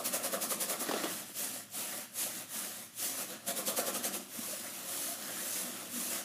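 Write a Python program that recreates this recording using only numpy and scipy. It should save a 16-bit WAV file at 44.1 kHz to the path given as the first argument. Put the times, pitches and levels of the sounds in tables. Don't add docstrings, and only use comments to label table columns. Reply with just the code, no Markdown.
import sys
import numpy as np
from scipy import signal
from scipy.fft import rfft, irfft, next_fast_len
from scipy.io import wavfile
from scipy.ndimage import uniform_filter1d, map_coordinates

SR = 44100
rng = np.random.default_rng(int(sys.argv[2]) if len(sys.argv) > 2 else 0)


def master(y):
    cut = np.clip(np.atleast_2d(y).T, -1, 1)
    pcm = np.round(cut * 32767)
    wavfile.write(sys.argv[1], SR, pcm.astype(np.int16))


N = 275184

# [nominal full speed t/s, relative hiss level/dB, relative drag level/dB]
QUICK_STROKES = [(-.025, -36, -38), (.069, -33, -47.5), (.149, -33, -41), (.254, -34, -40.5),
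                 (0.339, -37, -40), (0.434, -33.5, -44.5), (.519, -33.5, -41), (.624, -33, -41.5),
                 (.711, -33.5, -39), (.818, -35.5, -46), (3.492, -34.5, -43.5), (3.586, -35, -41.5),
                 (3.686, -32.5, -40), (3.787, -32.5, -37.5), (3.882, -35.5, -40.5), (3.96, -35.5, -42),
                 (4.057, -33, -42.5), (4.152, -37, -46.5)]
# [f/Hz, relative level/dB]
RASP_COLOUR = [(120, -28), (400, -10), (800, -1.5), (1300, 3), (1550, 2.5), (1900, 3.5), (2300, -2),
               (3100, -0.5), (4200, -3), (7000, -7.5), (15000, -19)]


def amp(db):
    return 10 ** (np.asarray(db) / 20)


def unit(x):
    return x / np.sqrt(np.mean(x ** 2) + 1e-20)


def along(points, hz):
    point_hz, values = np.transpose(points)
    return np.interp(np.log(hz + 1), np.log(point_hz), values)


def wobble(rate):
    knots = rng.standard_normal(int(N * rate / SR) + 4)
    return map_coordinates(knots, [np.arange(N) * rate / SR])


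def swell(centre, length, lean=0):
    age = np.arange(N) / SR - centre
    side_length = length * (1 + lean * np.sign(age))
    return np.exp(-.5 * (age / side_length) ** 2)


def filtered(x, response):
    m = next_fast_len(N + SR // 2)
    hz = np.fft.rfftfreq(m, 1 / SR)
    return irfft(rfft(x, m) * response(hz), m)[:N]


def coloured(x, spectrum):
    return unit(filtered(x, lambda hz: amp(along(spectrum, hz))))


def ventilation(level_db=-66):
    # [f/Hz, relative level/dB]
    air_colour = [(25, -40), (50, -34), (78, -20), (98, -1), (116, 5), (145, -2), (220, -0.5), (400, -38),
                  (1000, -19), (4000, -37), (15000, -53)]
    return amp(level_db) * coloured(rng.standard_normal(N), air_colour)


def scrubbing(rasp_db=-4, drag_db=-1.0, boom_db=-46, drag_lag=0.002, grip_share=0.82, turn_hiss_db=-14,
              turn_drag_db=-7, turn_boom_db=-3, turn_lag=0.03, turn_length=0.04, lean=0.35, lead=0.0068):
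    stroke_length = .013
    power = 0
    for s, hiss_db, stroke_drag_db in QUICK_STROKES:
        swing = swell(s - lead, stroke_length, lean)
        press = swell(s + drag_lag, stroke_length * grip_share, lean)
        turn = swell(s + turn_lag, turn_length)
        speed = swing + amp(turn_hiss_db) ** 2 * turn
        pressure = press + amp(turn_drag_db) ** 2 * turn

        hiss = amp(hiss_db) ** 2 * speed
        rasp = amp((hiss_db + stroke_drag_db) / 2 + rasp_db) ** 2 * np.sqrt(speed * pressure)
        drag = amp(stroke_drag_db + drag_db) ** 2 * pressure
        boom = amp(boom_db) ** 2 * (press + amp(turn_boom_db) ** 2 * turn)
        power = power + np.array([hiss, rasp, drag, boom])
    return np.sqrt(power)


def sliding(age, length):
    attack_s, release_s = 0.021, 0.022
    attack = (1 + np.tanh(age / (2 * attack_s))) / 2
    release = (1 + np.tanh((length - age) / (2 * release_s))) / 2
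    return attack * release


def sweeps(rasp_db=5.0, boom_db=2.5):
    # [start t/s, length/s, relative hiss level/dB, relative drag level/dB, hiss gain start to end/dB]
    slow_sweeps = [(0.825, 0.26, -45.5, -47, 5.5), (1.07, 0.17, -42.0, -52.5, -5.5),
                   (1.24, 0.064, -48, -61, 9), (1.381, 0.13, -38, -51.5, -12.5),
                   (1.472, 0.14, -42.5, -55.5, 2), (1.754, 0.18, -40.5, -53, -12),
                   (1.873, 0.16, -42.5, -52.5, 2), (2.187, 0.15, -38.0, -51.5, -16),
                   (2.327, 0.1, -41, -52.5, -0.5), (2.524, 0.19, -40.0, -52.5, -5.5),
                   (2.669, 0.19, -46.5, -59, 1), (3.004, 0.16, -37, -53, -10.5), (3.145, 0.08, -37, -49, 8),
                   (3.294, 0.082, -45.5, -51.0, -11.5), (4.205, 0.086, -55, -65, -9),
                   (4.305, 0.26, -42.0, -55.5, 5), (4.546, 0.36, -45.0, -55.5, -3.5),
                   (4.864, 0.287, -39, -53.5, 2), (5.175, 0.3, -43.5, -53, 1),
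                   (5.361, 0.26, -39.5, -58, 7.5), (5.551, 0.35, -45.0, -53.0, -7),
                   (5.922, 0.21, -38, -53.0, 0), (6.117, 0.11, -38, -48, -6.5)]
    rest_hiss_db, rest_drag_db = -62, -68.5
    drag_follows = 0.51
    drag_lag = .006
    t = np.arange(N) / SR
    hiss, drag = amp(rest_hiss_db), amp(rest_drag_db)
    for start, length, hiss_db, drag_db, gain_db in slow_sweeps:
        speed_db = gain_db * (np.clip((t - start) / length, 0, 1) - .5)
        sweep_hiss = sliding(t - start, length) * amp(hiss_db + speed_db)
        sweep_drag = sliding(t - start - drag_lag, length) * amp(drag_db + drag_follows * speed_db)
        hiss, drag = np.hypot(hiss, sweep_hiss), np.hypot(drag, sweep_drag)
    return np.array([hiss, amp(rasp_db) * drag, drag, amp(boom_db) * drag])


def ride_height():
    # [t/s, height 0..1]
    height_path = [(1.0, 0.42), (1.4, 0.73), (2.7, 1), (3.45, 0.29)]
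    return np.interp(np.arange(N) / SR, *np.transpose(height_path))


def slips(per_second, spread_db):
    happens = rng.random(N) < per_second / SR
    sizes = rng.standard_normal(N) * amp(spread_db * rng.standard_normal(N))
    return unit(happens * sizes)


def patchy(x, depth_db):
    z = signal.stft(x, nperseg=512)[2]
    field = uniform_filter1d(rng.standard_normal(z.shape), size=6, axis=0)
    field = uniform_filter1d(field, size=8, axis=1)
    return unit(signal.istft(z * amp(depth_db * unit(field)), nperseg=512)[1][:N])


def jerks(per_second, settle):
    snaps = (rng.random(N) < per_second / SR) * rng.uniform(0.54, 1, N)
    lift = signal.lfilter([1], [1, -np.exp(-1 / (settle * SR))], snaps)
    return unit(lift - lift.mean())


def hair(hiss, rasp, hiss_db=0.13, rasp_db=-1.17, tuft_db=0.48):
    # [f/Hz, relative level/dB]
    hiss_colour = [(800, -34), (2500, -9), (4000, -8.5), (5200, -7.5), (6300, -4), (7400, -3.5),
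                   (8700, -4.5), (9700, -2), (10600, -0.5), (11500, -2.9), (12600, -5.5), (14200, -4.5),
                   (15300, -11.5)]
    fine = patchy(coloured(slips(per_second=26000, spread_db=0.5), hiss_colour), depth_db=1.4)
    coarse = patchy(coloured(slips(per_second=5000, spread_db=1.5), RASP_COLOUR), depth_db=2.3)
    friction = amp(hiss_db) * hiss * fine + amp(rasp_db) * rasp * coarse
    return friction * amp(tuft_db * jerks(per_second=45, settle=0.0085))


def balloon(x, modes, tuning):
    def response(f):
        total = 0
        for k, (centre, width, db) in enumerate(modes):
            resonance = 1j * f * width / ((centre * tuning) ** 2 - f * f + 1j * f * width)
            total = total + (-1) ** k * amp(db) * resonance
        return total
    radiation = signal.butter(4, 150, "highpass", fs=SR, output="sos")
    return unit(signal.sosfilt(radiation, filtered(x, response)))


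def hollow(drag, modes, tightness, squeeze, level_db, judder_db):
    grip = np.pi / 4 * (1 + np.tanh(wobble(9) + tightness))
    slack = balloon(slips(per_second=2500, spread_db=3.0), modes, 1 - squeeze)
    tight = balloon(slips(per_second=2500, spread_db=1.0), modes, 1 + squeeze)
    ringing = np.cos(grip) * slack + np.sin(grip) * tight
    return drag * amp(level_db + judder_db * wobble(60)) * ringing


def air_ring(drag, crown):
    # [f/Hz, width/Hz, relative level/dB]
    air_modes = [(417, 55, -8.5), (532, 38, 1.5), (582, 36, 1.5), (692, 51, 0.5), (990, 54, -13),
                 (1112, 46, -6), (1300, 88, -7), (1796, 27, -14.5)]
    return hollow(drag, air_modes, 0.87 * crown, squeeze=0.04, level_db=-0.5, judder_db=1.93)


def body_boom(boom, crown):
    # [f/Hz, width/Hz, relative level/dB]
    wobble_modes = [(189, 39, -4.5), (240.5, 36.7, -1), (295.5, 38, -3.5), (352, 41, -4.5)]
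    crown_boom_db = -3
    return hollow(boom * amp(crown_boom_db * crown), wobble_modes, 0, squeeze=0.037, level_db=-2.0, judder_db=0.5)


def hums(level_db=-3.0, waver=0.0241, rough_db=4.0, detune=.03, scatter_db=0.5):
    # [t/s, nominal f/Hz, relative level/dB, half-length/s]
    single_notes = [(.146, 548, -36, 0.0041), (.345, 1334, -39.5, .006), (.526, 226, -40, 0.012),
                    (3.322, 512, -47.5, 0.014), (3.505, 693, -43, 0.02), (3.792, 542, -30, 0.0024),
                    (4.064, 235.7, -48, 0.01), (4.394, 233.6, -43, 0.0097), (4.534, 610, -44.5, 0.0087),
                    (5.107, 682, -47.5, 0.023), (5.669, 236, -48, .027), (5.973, 241, -43, 0.028)]
    # [nominal f/Hz, level over the drag/dB, lag/s, half-length/s]
    lock_notes = [(233.7, -10.5, 0.0031, 0.01), (532, -1, 0.0043, 0.01), (695, -12, 0.024, 0.013)]
    notes_to_play = []
    for s, _, drag_db in QUICK_STROKES:
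        for hz, db, lag, length in lock_notes:
            note_hz = hz * np.exp(detune * rng.standard_normal())
            note_db = drag_db + db + scatter_db * rng.standard_normal()
            notes_to_play.append((s + lag, note_hz, note_db, length))
    notes_to_play += list(single_notes)

    t, notes = np.arange(N) / SR, np.zeros(N)
    drift = np.cumsum(1 + waver * wobble(70)) / SR
    for s, hz, db, length in notes_to_play:
        near = abs(t - s) < 10 * length
        bell = np.exp(-.5 * ((t[near] - s) / length) ** 2)
        tone = np.sqrt(2) * np.sin(2 * np.pi * (hz * drift[near] + rng.random()))
        notes[near] += amp(db) * bell * tone
    return notes * amp(level_db + rough_db * wobble(150))


def grabs(hold=0.0078, t60=0.031, rise=0.00027, shudder_db=-3, flop_db=-1, snap_db=-0.5, snap_t60=0.0067,
          taut_hz=900, slack_hz=300, relax=0.0039):
    # [t/s, relative level/dB]
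    releases = [(0.888, -30), (.9125, -32), (0.9374, -30.5), (0.963, -36.5), (1.037, -30.5), (1.056, -38),
                (1.293, -52.5)]
    # [f/Hz, relative level/dB]
    thump_colour = [(60, -60), (130, -30), (180, -16), (270, 6.5), (400, 4), (520, -16), (680, 10.5),
                    (850, -11), (1250, 0.5), (1900, -25), (2900, -9), (5000, -16), (14000, -21)]
    t, thumps = np.arange(SR // 10) / SR, np.zeros(N)
    shape = (1 - np.exp(-t / rise)) * amp(-60 * np.maximum(t - hold, 0) / t60)
    cycles = np.cumsum(slack_hz + (taut_hz - slack_hz) * np.exp(-t / relax)) / SR
    shudder = coloured(rng.standard_normal(N), thump_colour)
    crackle = coloured(rng.standard_normal(N), RASP_COLOUR)
    for s, db in releases:
        first = round(s * SR)
        span = slice(first, first + len(t))
        burst = shape * shudder[span]
        burst *= amp(shudder_db) * np.linalg.norm(shape) / np.linalg.norm(burst)
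        detune = np.exp(0.11 * rng.standard_normal())
        flop = amp(flop_db) * shape * np.sin(2 * np.pi * cycles * detune)
        snap = amp(snap_db - 60 * t / snap_t60) * crackle[span]
        thumps[span] += amp(db) * (burst + flop + snap)
    return signal.sosfilt(signal.butter(3, 130, "highpass", fs=SR, output="sos"), thumps)


def room(x, delay=.006, count=16):
    # [f/Hz, t60/s]
    room_decay = [(150, 0.85), (600, 0.22), (3000, 0.8), (14000, 0.23)]
    wet, place = np.zeros(N), np.linspace(0, count - 1, N)
    for k in range(count):
        hz, t, z = signal.stft(rng.standard_normal(SR // 2), SR, nperseg=256)
        decay = amp(-60 * t / along(room_decay, hz)[:, None])
        tail = signal.istft(z * decay, SR, nperseg=256)[1]
        tail = np.pad(tail / np.linalg.norm(tail), (int(delay * SR), 0))
        share = np.sqrt(np.clip(1 - abs(place - k), 0, 1))
        wet += signal.oaconvolve(x * share, tail)[:N]
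    return wet


def scene(room_db=-10):
    hiss, rasp, drag, boom = np.hypot(sweeps(), scrubbing())
    crown = ride_height()
    crown_rasp_db = -0.4
    friction = hair(hiss, rasp * amp(crown_rasp_db * crown))
    ring = air_ring(drag, crown) + body_boom(boom, crown)
    rubbing = friction + ring + hums() + grabs()
    mono = rubbing + amp(room_db) * room(rubbing) + ventilation()
    return np.array([mono, mono])


def record(dry):
    top_hz = 15550
    return np.array([filtered(channel, lambda hz: hz < top_hz) for channel in dry])


dry = scene()
out = record(dry)
master(out)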